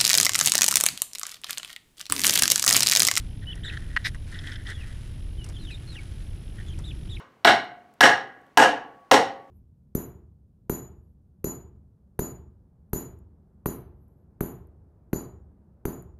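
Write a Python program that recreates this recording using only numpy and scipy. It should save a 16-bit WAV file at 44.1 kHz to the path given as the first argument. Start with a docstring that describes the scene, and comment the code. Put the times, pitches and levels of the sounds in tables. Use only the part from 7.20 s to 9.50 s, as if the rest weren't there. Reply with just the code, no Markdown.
"""A heavy hammer drives wooden blocks wedged into a tractor frame, in a large hard-walled workshop.
A lighter knock is dying away at the start, over quiet room tone and a few tiny ticks of grit and tool.
Four strong blows follow: each is a noise-burst crack, a short ring of wood modes and a longer ring of
paired steel modes, and fills the shed with an echo of shaped noise.
A look-ahead limiter holds the loud first part of each strong blow just under full level."""
import sys
import numpy as np
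from scipy import signal
from scipy.io import wavfile
from scipy.ndimage import uniform_filter1d, minimum_filter1d

SR = 44100
rng = np.random.default_rng(int(sys.argv[2]) if len(sys.argv) > 2 else 0)


def master(y):
    """Save y as 16-bit WAV."""
    cut = np.clip(np.atleast_2d(y).T, -1, 1)
    pcm = np.round(cut * 32767)  # scale
    wavfile.write(sys.argv[1], SR, pcm.astype(np.int16))


N = 101429
LEAD_S = .3   # rendered ahead of the start, so that the first knock is already dying away

# hammer blows: start_s (first touch), strength_db (wood and crack), crack_brightness_db (crack only)
BLOWS = [(-.14, -15.5, 7), (0.2475, 4, 2.5), (0.807, 5, 7.5), (1.3723, 3, 9.5), (1.9124, 0.5, 7.5)]
START_S, STRENGTH_DB, BRIGHTNESS_DB = np.transpose(BLOWS)
TOUCH_AT = np.array([int((s + LEAD_S) * SR) for s in START_S])
FULL_CONTACT_S = 0.003   # the face lands flat this long after its edge touches
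FLAT_AT = TOUCH_AT + int(FULL_CONTACT_S * SR)


def amp(db):
    """Decibels to linear amplitude."""
    return 10 ** (np.asarray(db) / 20)


def at_hz(rows, hz):
    """Table columns read on a log-frequency axis."""
    pitch_hz, *columns = np.transpose(rows)
    return [np.interp(np.log(hz), np.log(pitch_hz), column) for column in columns]


def ring(drive, hz, t60):
    """Two-pole resonator: a unit click sets a sine of height 1 ringing, 60 dB down after t60 seconds."""
    radius, angle = amp(-60 / (t60 * SR)), 2 * np.pi * hz / SR
    feedback = [1, -2 * radius * np.cos(angle), radius * radius]
    return signal.lfilter([0, np.sin(angle)], feedback, drive + 1e-18)


def bands(size):
    """Half-octave bands of noise with their centres in Hz; neighbours come from unrelated noise."""
    edges = 25 * 2 ** np.arange(0, 9.6, .5)
    white = rng.standard_normal((2, size))
    for k, (low, high) in enumerate(zip(edges, edges[1:])):
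        band = signal.butter(2, [low, high], "band", fs=SR, output="sos")
        yield np.sqrt(low * high), signal.sosfilt(band, white[k % 2])


def wood_blocks():
    """The hammer face lands flat and sets the short, damped modes of the wooden blocks ringing."""
    # modes of the blocks: pitch_hz, t60_s, then relative_level_db in each of the five blows
    wood_modes = [(101.85, 0.051, -17, -26, -26, -31.5, -25), (269, 0.036, -11.5, -13.5, -11.5, -7, -7),
                  (309.7, 0.028, -14, -12, -11.5, -7.5, -7), (442.6, 0.025, -9.5, -19.5, -12, -8, -5),
                  (533, 0.04, -10.5, -32, -13, -8, -6.5), (702.2, 0.045, -10, -2.5, -5, -1, -3),
                  (848.7, 0.03, -4, -1.5, 0, 5, 2.5), (1050, 0.017, 7.5, -3.5, 0, 2, 1),
                  (1260, 0.014, 4, -3, 0.5, 0, -1.5), (1492, 0.023, -1, -2, -3, -2, -9.5),
                  (1658, 0.054, -10.5, -10.5, -3, -4, -15.5), (1889, 0.015, -7, -6.5, 1.5, -4.5, -3.5),
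                  (2208, 0.019, -10, -8, -12, -14, -12), (2879, 0.01, -5, -4, -3.5, -1.5, -6.5),
                  (3970, 0.004, -4, 1, -2, -16, -2.5), (5570, 0.022, -14, -16.5, -10.5, -16.5, -11.5),
                  (6730, 0.011, -14, -50, -22, -16.5, -17)]
    rings = np.zeros(N + int(LEAD_S * SR))
    for k, (hz, t60, *level_db) in enumerate(wood_modes):
        clicks = np.zeros(len(rings))
        clicks[FLAT_AT] = amp(STRENGTH_DB + level_db) * (-1) ** k   # neighbouring modes start in opposite sense
        rings += ring(clicks, hz, t60)
    return signal.sosfilt(signal.butter(2, 20, "high", fs=SR, output="sos"), rings)


def crack():
    """The crack is a band-limited click at flat contact and a splintery noise burst from the first touch."""
    snap_db, splinter_db = 10.5, -16   # relative to strength plus brightness
    peak_s = 0.006   # the splinter burst swells for this long, then falls
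    snap, splinter = np.zeros((2, N + int(LEAD_S * SR)))
    t = np.arange(600) / SR
    swell = t / peak_s * np.exp(1 - t / peak_s)
    loudness_db = STRENGTH_DB + BRIGHTNESS_DB
    snap[FLAT_AT] = amp(loudness_db + snap_db)
    for i, db in zip(TOUCH_AT, loudness_db + splinter_db):
        splinter[i:i + len(t)] = amp(db) * rng.standard_normal(len(t)) * swell
    crack_band = signal.butter(1, [300, 4230], "band", fs=SR, output="sos")
    return signal.sosfilt(crack_band, [snap, splinter])


def frame():
    """The steel frame rings on after each blow; each mode has a weaker twin slightly higher, so it beats."""
    # pitches of the steel modes, heard from close by: pitch_hz
    frame_hz = [543, 716, 786, 1124, 1672, 1876, 2850]
    # the same modes in the same order: t60_s, then level_db in each of the five blows
    frame_modes = [(0.79, -62, -43.5, -45.5, -35, -28.5), (0.84, -59.5, -28, -35, -36, -59),
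                   (0.64, -57.5, -35, -21.5, -25, -21.5), (2.6, -75.5, -60, -55.5, -46.5, -50.5),
                   (0.23, -53.5, -37.5, -25.5, -45, -50), (0.23, -55, -45, -30.5, -39, -46),
                   (0.51, -62, -39, -38.5, -37, -57)]
    twin_ratio, twin_db = 1.006, -11
    out = 0
    for hz, (t60, *level_db) in zip(frame_hz, frame_modes):
        clicks = np.zeros(N + int(LEAD_S * SR))
        clicks[TOUCH_AT] = amp(level_db)
        out = out + ring(clicks, hz, t60) + amp(twin_db) * ring(clicks, hz * twin_ratio, t60)
    return out[-N:]


def shed(x):
    """Diffuse echo that builds up with bumps and slight dips from the walls, and dies on two slopes per band."""
    # echo colour: pitch_hz, relative_level_db, early_t60_s, late_t60_s
    echo_colour = [(86, -9, .6, 1.3), (216, 2, 0.3, 1.01), (472, 5.5, 0.31, 0.82), (1000, -3.5, 0.33, 0.65),
                   (2000, 3, 0.31, 0.67), (4300, -1, 0.32, 0.32), (8000, 2.5, .24, 0.16),
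                   (16660, -11.5, .2, 0.087)]
    # bumps and slight dips in the echo: delay_s, level_db (relative to the full diffuse echo), spread_s
    walls = [(.007, 7, 0.0032), (.0275, 6, 0.0019), (0.037, -1.5, .003), (.055, -0.5, 0.0017)]
    echo_db, late_db = -22.5, -22   # late_db is the slow slope relative to the early one
    build_s, wall_dull_hz = 0.016, 4000   # the bumps and dips fade above wall_dull_hz
    t = np.arange(int(.9 * SR)) / SR
    diffuse = 1 - np.exp(-(t / build_s) ** 2)
    bumps = sum((amp(db) - 1) * np.exp(-((t - s) / spread) ** 2) for s, db, spread in walls)
    response = 0
    for hz, noise in bands(len(t)):
        level_db, early_t60, late_t60 = at_hz(echo_colour, hz)
        arrival = diffuse + bumps / (1 + (hz / wall_dull_hz) ** 2)
        decay = amp(-60 * t / early_t60) + amp(late_db - 60 * t / late_t60)
        response = response + amp(echo_db + level_db) * noise * arrival * decay
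    return signal.fftconvolve(x, response)[:len(x)]


def air():
    """Quiet room tone: steady noise, strongest in the bass and falling towards the treble."""
    # spectrum of the room tone: pitch_hz, relative_level_db (per Hz)
    air_spectrum = [(30, -14), (60, -4), (120, 0), (250, 0), (500, -2), (1000, -6), (2000, -13),
                    (4000, -23), (8000, -30), (16000, -35)]
    rms_db = -62.5
    out = sum(amp(at_hz(air_spectrum, hz)[0]) * noise for hz, noise in bands(N))
    return amp(rms_db) * out / out.std()


def ticks():
    """Tiny dry clicks of grit and tool: noise bursts of about a millisecond through a band around a pitch."""
    # ticks: start_s, level_db (of the noise before its band filter), pitch_hz (band centre)
    grit = [(0.123, -58, 3000), (.445, -54, 11200), (.739, -51.5, 11100), (.777, -71, 11000),
            (1.215, -61, 9630), (1.266, -47, 2530)]
    decay_s, width = .001, 1.5   # width: band edges as a ratio to the centre
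    out, t = np.zeros(N), np.arange(300) / SR
    for s, level_db, hz in grit:
        burst = rng.standard_normal(len(t)) * np.exp(-t / decay_s)
        band = signal.butter(1, [hz / width, hz * width], "band", fs=SR, output="sos")
        out[int(s * SR):][:len(t)] += amp(level_db) * signal.sosfilt(band, burst)
    return out


def scene():
    """Mix of all layers; the wood ring of each blow gets its own randomly drawn echo."""
    first_touch_db, direct_db, snap_direct_db, blows_db = -10.5, 6.5, -28, -7
    rings = wood_blocks()
    snap, splinter = crack()
    # the edge touches first: a weaker copy of the wood ring, ahead of the flat landing
    edge = amp(first_touch_db) * np.roll(rings, TOUCH_AT[0] - FLAT_AT[0])
    direct = amp(direct_db) * (rings + amp(snap_direct_db) * snap + edge + splinter)
    blow_number = np.searchsorted(TOUCH_AT, np.arange(len(rings)), side="right")
    echo = shed(snap)
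    for k in range(len(BLOWS)):
        echo = echo + shed(rings * (blow_number == k + 1))
    blows = amp(blows_db) * (direct + echo)
    return (blows[-N:] + frame() + air() + ticks())[None]


def record(dry):
    """A look-ahead limiter whose gain recovers at a steady dB rate, then a steep cut of the top."""
    ceiling_db, release_db_per_s, lookahead_s = -1, 400.5, .001
    stop_hz = 17000   # 70 dB down from here up
    window = 2 * int(lookahead_s * SR) + 1
    release = release_db_per_s * np.arange(N) / SR
    over_db = np.maximum(20 * np.log10(np.abs(dry[0]) + 1e-9) - ceiling_db, 0)
    over_db = -minimum_filter1d(-over_db, window)   # the highest excess within the window
    held_db = np.maximum.accumulate(over_db + release) - release
    limited = dry * amp(-uniform_filter1d(held_db, window))
    return signal.sosfilt(signal.cheby2(12, 70, stop_hz, fs=SR, output="sos"), limited)


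dry = scene()
out = record(dry)
master(out)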